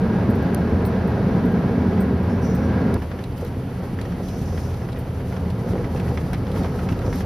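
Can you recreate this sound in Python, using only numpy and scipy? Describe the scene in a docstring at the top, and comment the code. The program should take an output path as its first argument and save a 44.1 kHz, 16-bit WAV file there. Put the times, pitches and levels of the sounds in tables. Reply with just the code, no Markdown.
"""Car cabin, asphalt to dirt track

A fast ride on coarse asphalt cuts abruptly to a slow one on a dirt track. The tyres shake the body and
the cabin booms at its air modes. On the track the suspension thuds, grit crunches, stones rattle, trim
knocks and grass brushes by. Small metal things tinkle and something rubs, over microphone hiss and a
thin electronic whine; a comb filter cuts narrow, evenly spaced notches into it all."""
import sys
import numpy as np
from scipy import signal
from scipy.fft import rfft, irfft, next_fast_len
from scipy.io import wavfile
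from scipy.ndimage import uniform_filter1d

SR = 44100
rng = np.random.default_rng(int(sys.argv[2]) if len(sys.argv) > 2 else 0)


def wav_out(sig):
    """Save sig, one row per channel (or a flat mono array), as 16-bit PCM at SR to the path in sys.argv[1]."""
    wavfile.write(sys.argv[1], SR, np.round(np.clip(np.atleast_2d(sig).T, -1, 1) * 32767).astype(np.int16))


N = 319725
TIME = np.arange(N) / SR

# tone of a clack, for knocks and grit: f/Hz, level/dB
CLACK_COLOUR = [(100, -17), (400, 6), (900, 3.5), (1400, 4.5), (2000, -0.5), (2800, -7.5), (4100, -17.5),
                (5700, -15), (7500, -39), (15000, -38)]
# resonances of the plastic trim: f/Hz, width/Hz, lift/dB
TRIM_MODES = [(1210, 93, 0.5), (2040, 280, 0), (3280, 280, 4.5), (4150, 120, 5)]


def tyres(body_db, tread_db, rumble_colour, roar_colour, sway_db, rough_db, song=()):
    """Road texture shakes the body and makes the treads roar, both heard through the cabin's modes."""
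    # air and panel modes: f/Hz, width/Hz, lift/dB
    cabin = [(42.2, 8.2, 6), (82.7, 12, 5.5), (102, 9, -2), (122.6, 13, 2.5), (181.1, 26, 8.5),
             (202, 11, 0), (391.5, 11.6, 4.5), (608, 12, 4.5), (951, 30, 3.5), (2235, 79, 2.5),
             (2590, 40, 4)]
    rumble = steady(noise(rumble_colour, cabin), window_s=0.13) * from_db(body_db + sway_db * drift(4))
    roar = steady(noise(roar_colour, [*cabin, *song]), window_s=0.16)
    return rumble + roar * from_db(tread_db + rough_db * drift(32))


def asphalt(body_db=-18.5, tread_db=-26.5):
    """Even tyre noise at speed, the treads a little softer over a smooth patch."""
    # body rumble: f/Hz, level/dB
    rumble = [(18, -53), (30, -27), (45, -9), (58, -9.5), (80, 0), (130, -0.5), (155, -5), (220, 2.5),
              (270, -2.5), (310, -4.5), (450, -45), (1500, -90)]
    # tread roar: f/Hz, level/dB
    roar = [(60, -34), (230, -14), (330, -4), (430, 0.5), (560, -6), (800, -11.5), (1150, -17),
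            (1650, -19.5), (2100, -25.5), (3000, -35), (4500, -37), (6000, -43.5), (7500, -60.5),
            (15000, -80)]
    # narrow bands where the treads sing: f/Hz, width/Hz, lift/dB
    song = [(823, 69, 2), (986, 22, 3.5), (1456, 50, 2.5), (1616, 48, 5.5), (1900, 50, 0)]
    smooth_db = -1.3 * swell(start=2.1, length=0.565, rise_s=0.073, fall_s=0.13)
    return tyres(body_db, tread_db + smooth_db, rumble, roar, sway_db=0.1, rough_db=0.5, song=song)


def track(body_db=-26.5, tread_db=-35.5):
    """Tyres, grit, grass and a panel follow the ground's roughness; the rumble surges in each rut."""
    # body rumble: f/Hz, level/dB
    rumble = [(18, -38), (30, -14), (45, -6.5), (58, -6.5), (78, -1), (125, -1), (152, -6), (200, -7),
              (265, -4.5), (310, -10.5), (450, -56), (1500, -90)]
    # tread roar: f/Hz, level/dB
    roar = [(60, -13.5), (230, -11), (330, -0.5), (480, 1), (620, -6), (850, -8.5), (1050, -14.5),
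            (1400, -17), (2000, -23), (3000, -39), (4500, -32.5), (6000, -39), (7500, -57), (15000, -70)]
    # roughness of the ground: t/s, lift/dB
    roughness = [(3.0, 1), (3.25, -1), (4.1, 1.16), (5.1, 0), (5.7, 2.5), (6.3, 2.5), (6.6, 3.5),
                 (7.25, 3.5)]
    # wheels in ruts: t/s, length/s, rumble lift/dB, roar lift/dB
    ruts = [(3.866, 0.14, 1, -0.5), (4.4, 0.21, 2, -0.5), (5.42, 0.12, 1, 0.5), (5.644, 0.19, 1, 1.5),
            (5.942, 0.19, 2, 1.5), (6.325, 0.073, 2, -2.5), (6.548, 0.09, 3, 4), (6.854, 0.093, 1, 0),
            (7.064, 0.11, 1.5, -1)]
    roughness_db, = in_time(roughness)
    body_db, tread_db = body_db + roughness_db, tread_db + roughness_db
    for start, length, body_lift_db, tread_lift_db in ruts:
        in_rut = swell(start, length, rise_s=0.037, fall_s=0.046)
        body_db += body_lift_db * in_rut
        tread_db += tread_lift_db * in_rut
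    rolling = tyres(body_db, tread_db, rumble, roar, sway_db=-0.5, rough_db=1.2)
    return rolling + grit(tread_db) + grass(roughness_db) + panel(roughness_db)


def cabin_boom(road, booms_hz=(86, 202), q=1.7):
    """The road's changing texture feeds two cabin booms unevenly, so the weight shifts between them."""
    # drive of the booms: t/s, lower lift/dB, upper lift/dB
    drive = [(0, 2, -1), (0.5, -1.5, -2), (0.78, 1, -3.5), (1.1, -2, -1.5), (1.45, -3, 2), (1.75, -4, -1),
             (2.0, 1, 0.5), (2.23, 1, -4), (2.5, 0.5, -1.5), (2.85, -1.5, 0.5), (3.4, 2, -4),
             (4.05, -3, 0.5), (4.55, 2, -4), (5.55, 3, -2), (6.3, -0.5, -1.5), (7.25, -0.5, -0.5)]
    bands = [signal.lfilter(*signal.iirpeak(hz, q, fs=SR), road) for hz in booms_hz]
    return road + sum((from_db(db) - 1) * band for db, band in zip(in_time(drive), bands))


def bumps(gain_db=-7, band_hz=(70, 420)):
    """A bump sets low cabin modes booming for a few cycles, with no net push of air."""
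    # wheels hit bumps: t/s, level/dB
    jolts = [(0.291, -11), (0.724, -10), (1.779, -16), (1.856, -14), (3.349, -22.5), (3.569, -18.5),
             (4.416, -24), (4.58, -22), (6.57, -19), (6.618, -17.5), (6.92, -16.5)]
    # low cabin modes: f/Hz, level/dB, t60/s
    modes = [(88, 7.5, 0.089), (177, 4.5, 0.018), (215, 5, 0.043)]
    boom = sum(from_db(db) * np.gradient(ring(clicks(jolts), hz, t60)) * SR / (2 * np.pi * hz)
               for hz, db, t60 in modes)
    return from_db(gain_db) * filtered(boom, band_hz, "band")


def thuds(gain_db=-9):
    """The suspension knocks the hollow body; each mode takes each blow a little differently."""
    # suspension blows: t/s, level/dB
    blows = [(3.422, -18.5), (4.527, -18.5), (5.64, -18), (5.662, -22), (5.735, -14), (5.755, -14.5),
             (5.79, -17.5), (5.949, -19), (6.115, -18), (6.738, -23), (7.048, -16.5), (7.08, -15.5)]
    # hollow body modes: f/Hz, level/dB, t60/s
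    modes = [(335, -4.5, 0.03), (383, 8, 0.018), (479, 1, 0.15), (526, 4, 0.03), (704, -11.5, 0.033),
             (810, -6, .025)]
    return from_db(gain_db) * sum(from_db(db) * ring(clicks(blows, spread_db=4), hz, t60) * (-1) ** k
                                  for k, (hz, db, t60) in enumerate(modes))


def knocks(clack_db=-5, tail_db=-6.5, ring_db=-3.5, dull_hz=3800):
    """Loose plastic trim knocks: a clack, a little cabin tail and the part's own short ring."""
    # trim contacts: t/s, level/dB, ring f/Hz
    contacts = [(3.019, -32.5, 1620), (3.114, -31.5, 1640), (3.1888, -32.5, 1780), (3.988, -31, 1800),
                (4.052, -32.5, 1890), (4.119, -32, 1470), (4.475, -38, 2190), (4.576, -30.5, 1920),
                (4.888, -33.5, 1920), (4.96, -33.5, 1980), (5.202, -40, 2150), (5.3245, -35, 1490),
                (5.3643, -32.5, 1740), (5.7798, -36, 1950), (5.843, -30, 2030), (5.96, -33, 2660),
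                (5.9747, -36, 1620), (5.999, -33, 2550), (6.0795, -32, 1750), (6.174, -26, 2150),
                (6.331, -24.5, 1900), (6.3408, -36, 2140), (6.4672, -31.5, 1470), (6.561, -30.5, 1750),
                (6.574, -35, 2070), (6.644, -28, 1370), (6.657, -40, 1610), (6.79, -30.5, 1440),
                (6.888, -27, 2620), (6.923, -32, 2780), (7.0166, -33, 1670), (7.127, -27.5, 2100),
                (7.206, -28, 2030)]
    hits = softened(clicks([(s, db) for s, db, _ in contacts]), rise_s=0.00043)
    envelope = dying(hits, t60=0.041) + from_db(tail_db) * dying(hits, t60=0.15)
    clack = steady(noise(CLACK_COLOUR, TRIM_MODES), window_s=0.0039) * envelope
    ringing = sum(ring(clicks([(s, db)]), hz, t60=0.026) for s, db, hz in contacts)
    return from_db(clack_db) * clack + from_db(ring_db) * filtered(ringing, dull_hz, "low")


def grit(tread_db, grains_per_s=46, gain_db=-15.5):
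    """Small stones crunch at random under the treads, harder as the tread roar grows."""
    size_db = np.minimum(rng.exponential(1, N), 3)
    hits = (rng.random(N) < grains_per_s / SR) * from_db(size_db + tread_db + gain_db)
    return noise(CLACK_COLOUR, TRIM_MODES) * dying(softened(hits, rise_s=0.0006), t60=0.029)


def rattles(gain_db=-5.5, chatter_db=3.5):
    """Flung stones skitter along the wheel arch liner, each a brief, bright, uneven scrape."""
    # stone strikes: t/s, level/dB
    stones = [(3.238, -32.5), (3.3775, -39), (3.449, -44), (4.0125, -33.5), (4.283, -34), (4.738, -37),
              (4.919, -38), (4.927, -40), (5.501, -33.5), (5.997, -33), (6.332, -31), (6.341, -38),
              (6.515, -33), (6.632, -34), (6.889, -36), (6.9895, -36), (7.063, -39)]
    # tone of the scrape: f/Hz, level/dB
    colour = [(1500, -8), (2600, 0), (3300, 0), (4000, 3.5), (5500, -9), (7500, -17), (9500, -16),
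              (12000, -16), (15500, -22)]
    skitter = dying(softened(clicks(stones), rise_s=0.0008), t60=0.037)
    return noise(colour) * skitter * from_db(gain_db + chatter_db * drift(200))


def ticks(snap_db=-9.5, ping_db=-9):
    """Tiny hard contacts, each a dry snap with its own ping."""
    # contacts: t/s, level/dB, ping f/Hz, ping t60/s
    contacts = [(0.5466, -15, 10200, 0.006), (0.8519, -26, 4200, 0.022), (2.942, -20.5, 10360, 0.006),
                (3.449, -30, 12500, 0.008), (6.333, -24, 9200, 0.0066), (7.158, -27, 11840, 0.012)]
    # tone of the snap: f/Hz, level/dB
    colour = [(1000, -3), (2800, -4), (4400, 7.5), (5800, 4), (7500, -17), (9000, 0), (10100, 6),
              (11200, -3), (13000, 6), (15500, -13)]
    hits = clicks([(s, db) for s, db, *_ in contacts])
    snap = steady(noise(colour), window_s=0.0018) * dying(hits, t60=0.011)
    ping = sum(ring(clicks([(s, db)]), hz, t60) for s, db, hz, t60 in contacts)
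    return from_db(snap_db) * snap + from_db(ping_db) * ping


def tinkles(chatter_db=-8, flutter_db=2, ring_db=-10):
    """Small metal things touch: a short chatter, and high modes ringing in a new mix every time."""
    # touches: t/s, level/dB
    touches = [(0.3007, -40), (0.3511, -44), (0.424, -47), (0.857, -32), (0.865, -45), (1.075, -44),
               (1.4516, -43), (1.5184, -48), (2.005, -33), (2.2303, -48), (2.5501, -36), (3.0205, -45),
               (3.3792, -41), (3.8372, -49), (4.9871, -38)]
    # metal modes: f/Hz, level/dB, t60/s
    modes = [(8390, -11.5, 0.074), (9800, -17, 0.05), (10900, -16, 0.04), (13250, -3, 0.05),
             (13960, -6, 0.055), (14930, -1, 0.04), (15270, -6, 0.04)]
    # tone of the chatter: f/Hz, level/dB
    colour = [(4000, -42), (7500, -23), (9500, -7), (12000, -9), (13500, -7), (15500, -5)]
    envelope = dying(softened(clicks(touches), rise_s=0.0008), t60=0.1)
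    chatter = from_db(chatter_db + flutter_db * drift(150)) * noise(colour) * envelope
    ringing = sum(from_db(db) * ring(clicks(touches, spread_db=2.5), hz, t60) for hz, db, t60 in modes)
    return chatter + from_db(ring_db) * ringing


def grass(roughness_db, gain_db=-0.7, patchy_db=2.5):
    """Stalks swish unevenly along the body, louder at each tuft."""
    # passing tufts: t/s, length/s, level/dB
    tufts = [(3.357, 0.13, -53), (4.236, 0.46, -52), (4.69, 0.22, -58), (5.292, 0.084, -53),
             (5.678, 0.06, -54), (5.892, 0.1, -52.5), (6.038, 0.23, -55), (6.548, 0.067, -52),
             (6.745, 0.067, -51), (6.877, 0.055, -53), (7.128, 0.095, -45)]
    # tone of the swish: f/Hz, level/dB
    colour = [(500, -30), (1500, -15), (3000, 10), (4500, 10.5), (6100, 8), (7800, -5), (9000, 1),
              (10200, 2.5), (12500, 5), (14000, -1), (15500, -10)]
    # microphone resonance near 10.5 kHz, colouring the swish: f/Hz, width/Hz, lift/dB
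    mic_resonance = [(10500, 900, 3.5)]
    brushes = sum(from_db(db) * swell(s, length, rise_s=0.028, fall_s=0.028) for s, length, db in tufts)
    short_grass = from_db(-58.5 + 0.96 * roughness_db)
    swish = noise(colour, mic_resonance) * np.hypot(short_grass, brushes)
    return swish * from_db(gain_db + patchy_db * drift(17))


def buzz(rasp_db=-1.5, squeal_db=2, octave_db=-12, flutter_db=1.5, waver=0.026):
    """Something rubs: a fluttering rasp near 6 kHz that at times narrows to a wavering squeal."""
    # bouts of rubbing: t/s, length/s, level/dB, f/Hz, squeal lift/dB
    bouts = [(2.292, 0.05, -55, 5250, -2), (2.428, 0.06, -49, 5850, 0), (2.5, 0.09, -54, 5880, -5),
             (2.63, 0.037, -55, 5740, 1), (4.235, 0.2, -52.5, 5950, -7), (4.45, 0.25, -52, 6150, -10),
             (4.722, 0.15, -60, 6060, -9), (6.56, 0.28, -61, 5600, -5), (6.888, 0.06, -55, 5700, -8),
             (7.042, 0.18, -51.5, 5760, -7)]
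    # tone of the rasp: f/Hz, level/dB
    colour = [(3000, -30), (4700, 3), (5400, 11), (5850, 6.5), (6700, 1), (7600, -22), (9300, -5),
              (10800, -21), (12300, -10), (13200, -15), (15000, -32)]
    envelope = sum(from_db(db) * swell(s, length, rise_s=0.044, fall_s=0.08)
                   for s, length, db, *_ in bouts)
    pitch, lift_db = in_time([(s + length / 2, hz, lift) for s, length, _, hz, lift in bouts])
    phase = 2 * np.pi * np.cumsum(pitch * (1 + waver * drift(252))) / SR
    squeal = np.sin(phase) + from_db(octave_db) * np.sin(2 * phase)
    rub = from_db(rasp_db) * noise(colour) + from_db(squeal_db + lift_db) * squeal
    return rub * envelope * from_db(flutter_db * drift(70))


def squeak(gain_db=-4, waver=0.028, flutter_db=3):
    """A faint whistle rises and falls back, unsteady in pitch and strength."""
    # the glide: t/s, f/Hz, level/dB
    glide = [(2.39, 8800, -85), (2.425, 9300, -57), (2.45, 9750, -63), (2.5, 9900, -82), (2.6, 9800, -74),
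             (2.665, 9250, -62), (2.7, 8700, -85)]
    hz, db = in_time(glide)
    sounding = (TIME > glide[0][0]) & (TIME < glide[-1][0])
    tone = np.sqrt(2) * np.sin(2 * np.pi * np.cumsum(hz * (1 + waver * drift(300))) / SR)
    return sounding * from_db(db + gain_db + flutter_db * drift(120)) * tone


def panel(roughness_db, base_db=-70.5, steepness=5.9, hz=1300):
    """Road vibration keeps one trim panel ringing, steeply louder on rough ground."""
    shake = filtered(rng.standard_normal(N), [hz / 1.11, hz * 1.04], "band")
    return from_db(base_db + steepness * roughness_db) * rms_one(ring(shake, hz, t60=0.019))


def electronics(hiss_db=-46.5, whine_db=-2.5):
    """Steady microphone hiss and the thin whine of the electronics."""
    # tone of the hiss: f/Hz, level/dB
    colour = [(1000, 15), (3000, 7.5), (4600, -6), (6000, -9), (7500, -23), (9000, -15.5), (10200, -3),
              (11000, -7), (13000, -6.5), (14200, -13.5), (15500, -29)]
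    # whine tones: f/Hz, level/dB
    tones = [(4479, -69.5), (4700.5, -70), (5826, -77), (12300, -82)]
    whine = sum(from_db(db + whine_db) * np.sqrt(2) * np.sin(2 * np.pi * hz * TIME) for hz, db in tones)
    return from_db(hiss_db) * noise(colour) + whine


def noise(colour, modes=()):
    """Coloured stereo noise, lifted at the modes, narrow in the bass and wide in the treble."""
    # stereo width: f/Hz, side over mid/dB
    spread = [(40, -26), (125, -34), (250, -21), (500, -17), (1000, -10), (2000, -8.5), (3200, -6.5),
              (4200, -8), (5800, -7), (7800, 10.5), (9800, 6), (10600, -9), (12000, -6.5), (13300, -3),
              (15000, -7)]
    size = next_fast_len(N)
    hz = np.maximum(np.arange(size // 2 + 1) * SR / size, 1)
    lift_db = sum(db / (1 + (2 * (hz - centre) / width) ** 2) for centre, width, db in modes)
    mid, side = rfft(rng.standard_normal((2, size))) * from_db(at_hz(colour, hz) + lift_db)
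    side = side * from_db(at_hz(spread, hz))
    return rms_one(irfft(np.array([mid + side, mid - side]), size)[:, :N])


def steady(x, window_s):
    """Even out slow swells, keeping the fast grain."""
    power = uniform_filter1d(np.mean(x ** 2, axis=0), max(int(window_s * SR), 1))
    return x / np.sqrt(np.maximum(power, 1e-9))


def drift(rate_hz):
    """Smooth random wander of unit rms."""
    step, settle = 40, 2000
    r = np.exp(-2 * np.pi * step * rate_hz / SR)
    slow = signal.lfilter([1], [1, -2 * r, r * r], rng.standard_normal(N // step + settle + 2))[settle:]
    return np.interp(np.arange(N) / step, np.arange(len(slow)), rms_one(slow))


def clicks(events, spread_db=0):
    """One impulse per row of t/s, level/dB, its level scattered by spread_db."""
    s, db = np.transpose(events)
    at = np.clip(np.round(s * SR).astype(int), 0, N - 1)
    hits = np.zeros(N)
    hits[at] = from_db(db + spread_db * rng.standard_normal(len(s)))
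    return hits


def softened(hits, rise_s):
    """Spread each impulse over the time that the contact takes to build."""
    r = np.exp(-1 / (rise_s * SR))
    return signal.lfilter([1 - r], [1, -r], hits + 1e-18)


def dying(hits, t60):
    """Each impulse starts a decay of 60 dB in t60 seconds."""
    return signal.lfilter([1], [1, -from_db(-60 / (t60 * SR))], hits + 1e-18)


def ring(hits, hz, t60):
    """Each impulse starts a decaying sine of its own height."""
    r, w = from_db(-60 / (t60 * SR)), 2 * np.pi * hz / SR
    return signal.lfilter([0, np.sin(w)], [1, -2 * r * np.cos(w), r * r], hits + 1e-18)


def swell(start, length, rise_s, fall_s):
    """Rise, hold, fall between 0 and 1; half height at the start and the end."""
    return np.clip(.5 + np.minimum((TIME - start) / rise_s, (start + length - TIME) / fall_s), 0, 1)


def filtered(x, hz, kind, order=2):
    """Low-, high- or band-pass."""
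    return signal.sosfilt(signal.butter(order, hz, kind, fs=SR, output="sos"), x)


def in_time(rows):
    """One straight-line automation curve for each column after t/s."""
    s, *columns = np.transpose(rows)
    return [np.interp(TIME, s, c) for c in columns]


def at_hz(points, hz):
    """Read a spectrum on a log-frequency axis."""
    f, value = np.transpose(points)
    return np.interp(np.log(hz), np.log(f), value)


def from_db(db):
    """Decibels to gain."""
    return 10 ** (np.asarray(db) / 20)


def rms_one(x):
    """Scale to unit rms."""
    return x / np.sqrt(np.mean(x ** 2) + 1e-20)


def scene(cut_s=2.972, crossfade_s=0.0057):
    """Asphalt, then the track, with the cabin's small noises on top."""
    on_track = np.clip((TIME - cut_s) / crossfade_s + .5, 0, 1)
    road = cabin_boom((1 - on_track) * asphalt() + on_track * track())
    impacts = bumps() + thuds() + knocks() + rattles() + ticks() + tinkles()
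    return road + impacts + buzz() + squeak() + electronics()


def record(dry, comb_hz=300, feedback=0.82, comb_top_hz=5800, low_cut_hz=27, high_cut_hz=15500):
    """A feedback comb notches the multiples of its pitch up to the low treble; both extremes are cut."""
    lag = round(SR / comb_hz)
    periodic = signal.lfilter([1 - feedback], np.r_[1, np.zeros(lag - 1), -feedback], dry)
    periodic = signal.sosfiltfilt(signal.butter(4, comb_top_hz, fs=SR, output="sos"), periodic)
    notched = (dry - periodic) * from_db([0.8, 1.1])[:, None]   # left and right gain
    lean = filtered(notched, low_cut_hz, "high", order=4)
    return signal.sosfilt(signal.ellip(12, .1, 80, high_cut_hz, fs=SR, output="sos"), lean)


dry = scene()
out = record(dry)
wav_out(out)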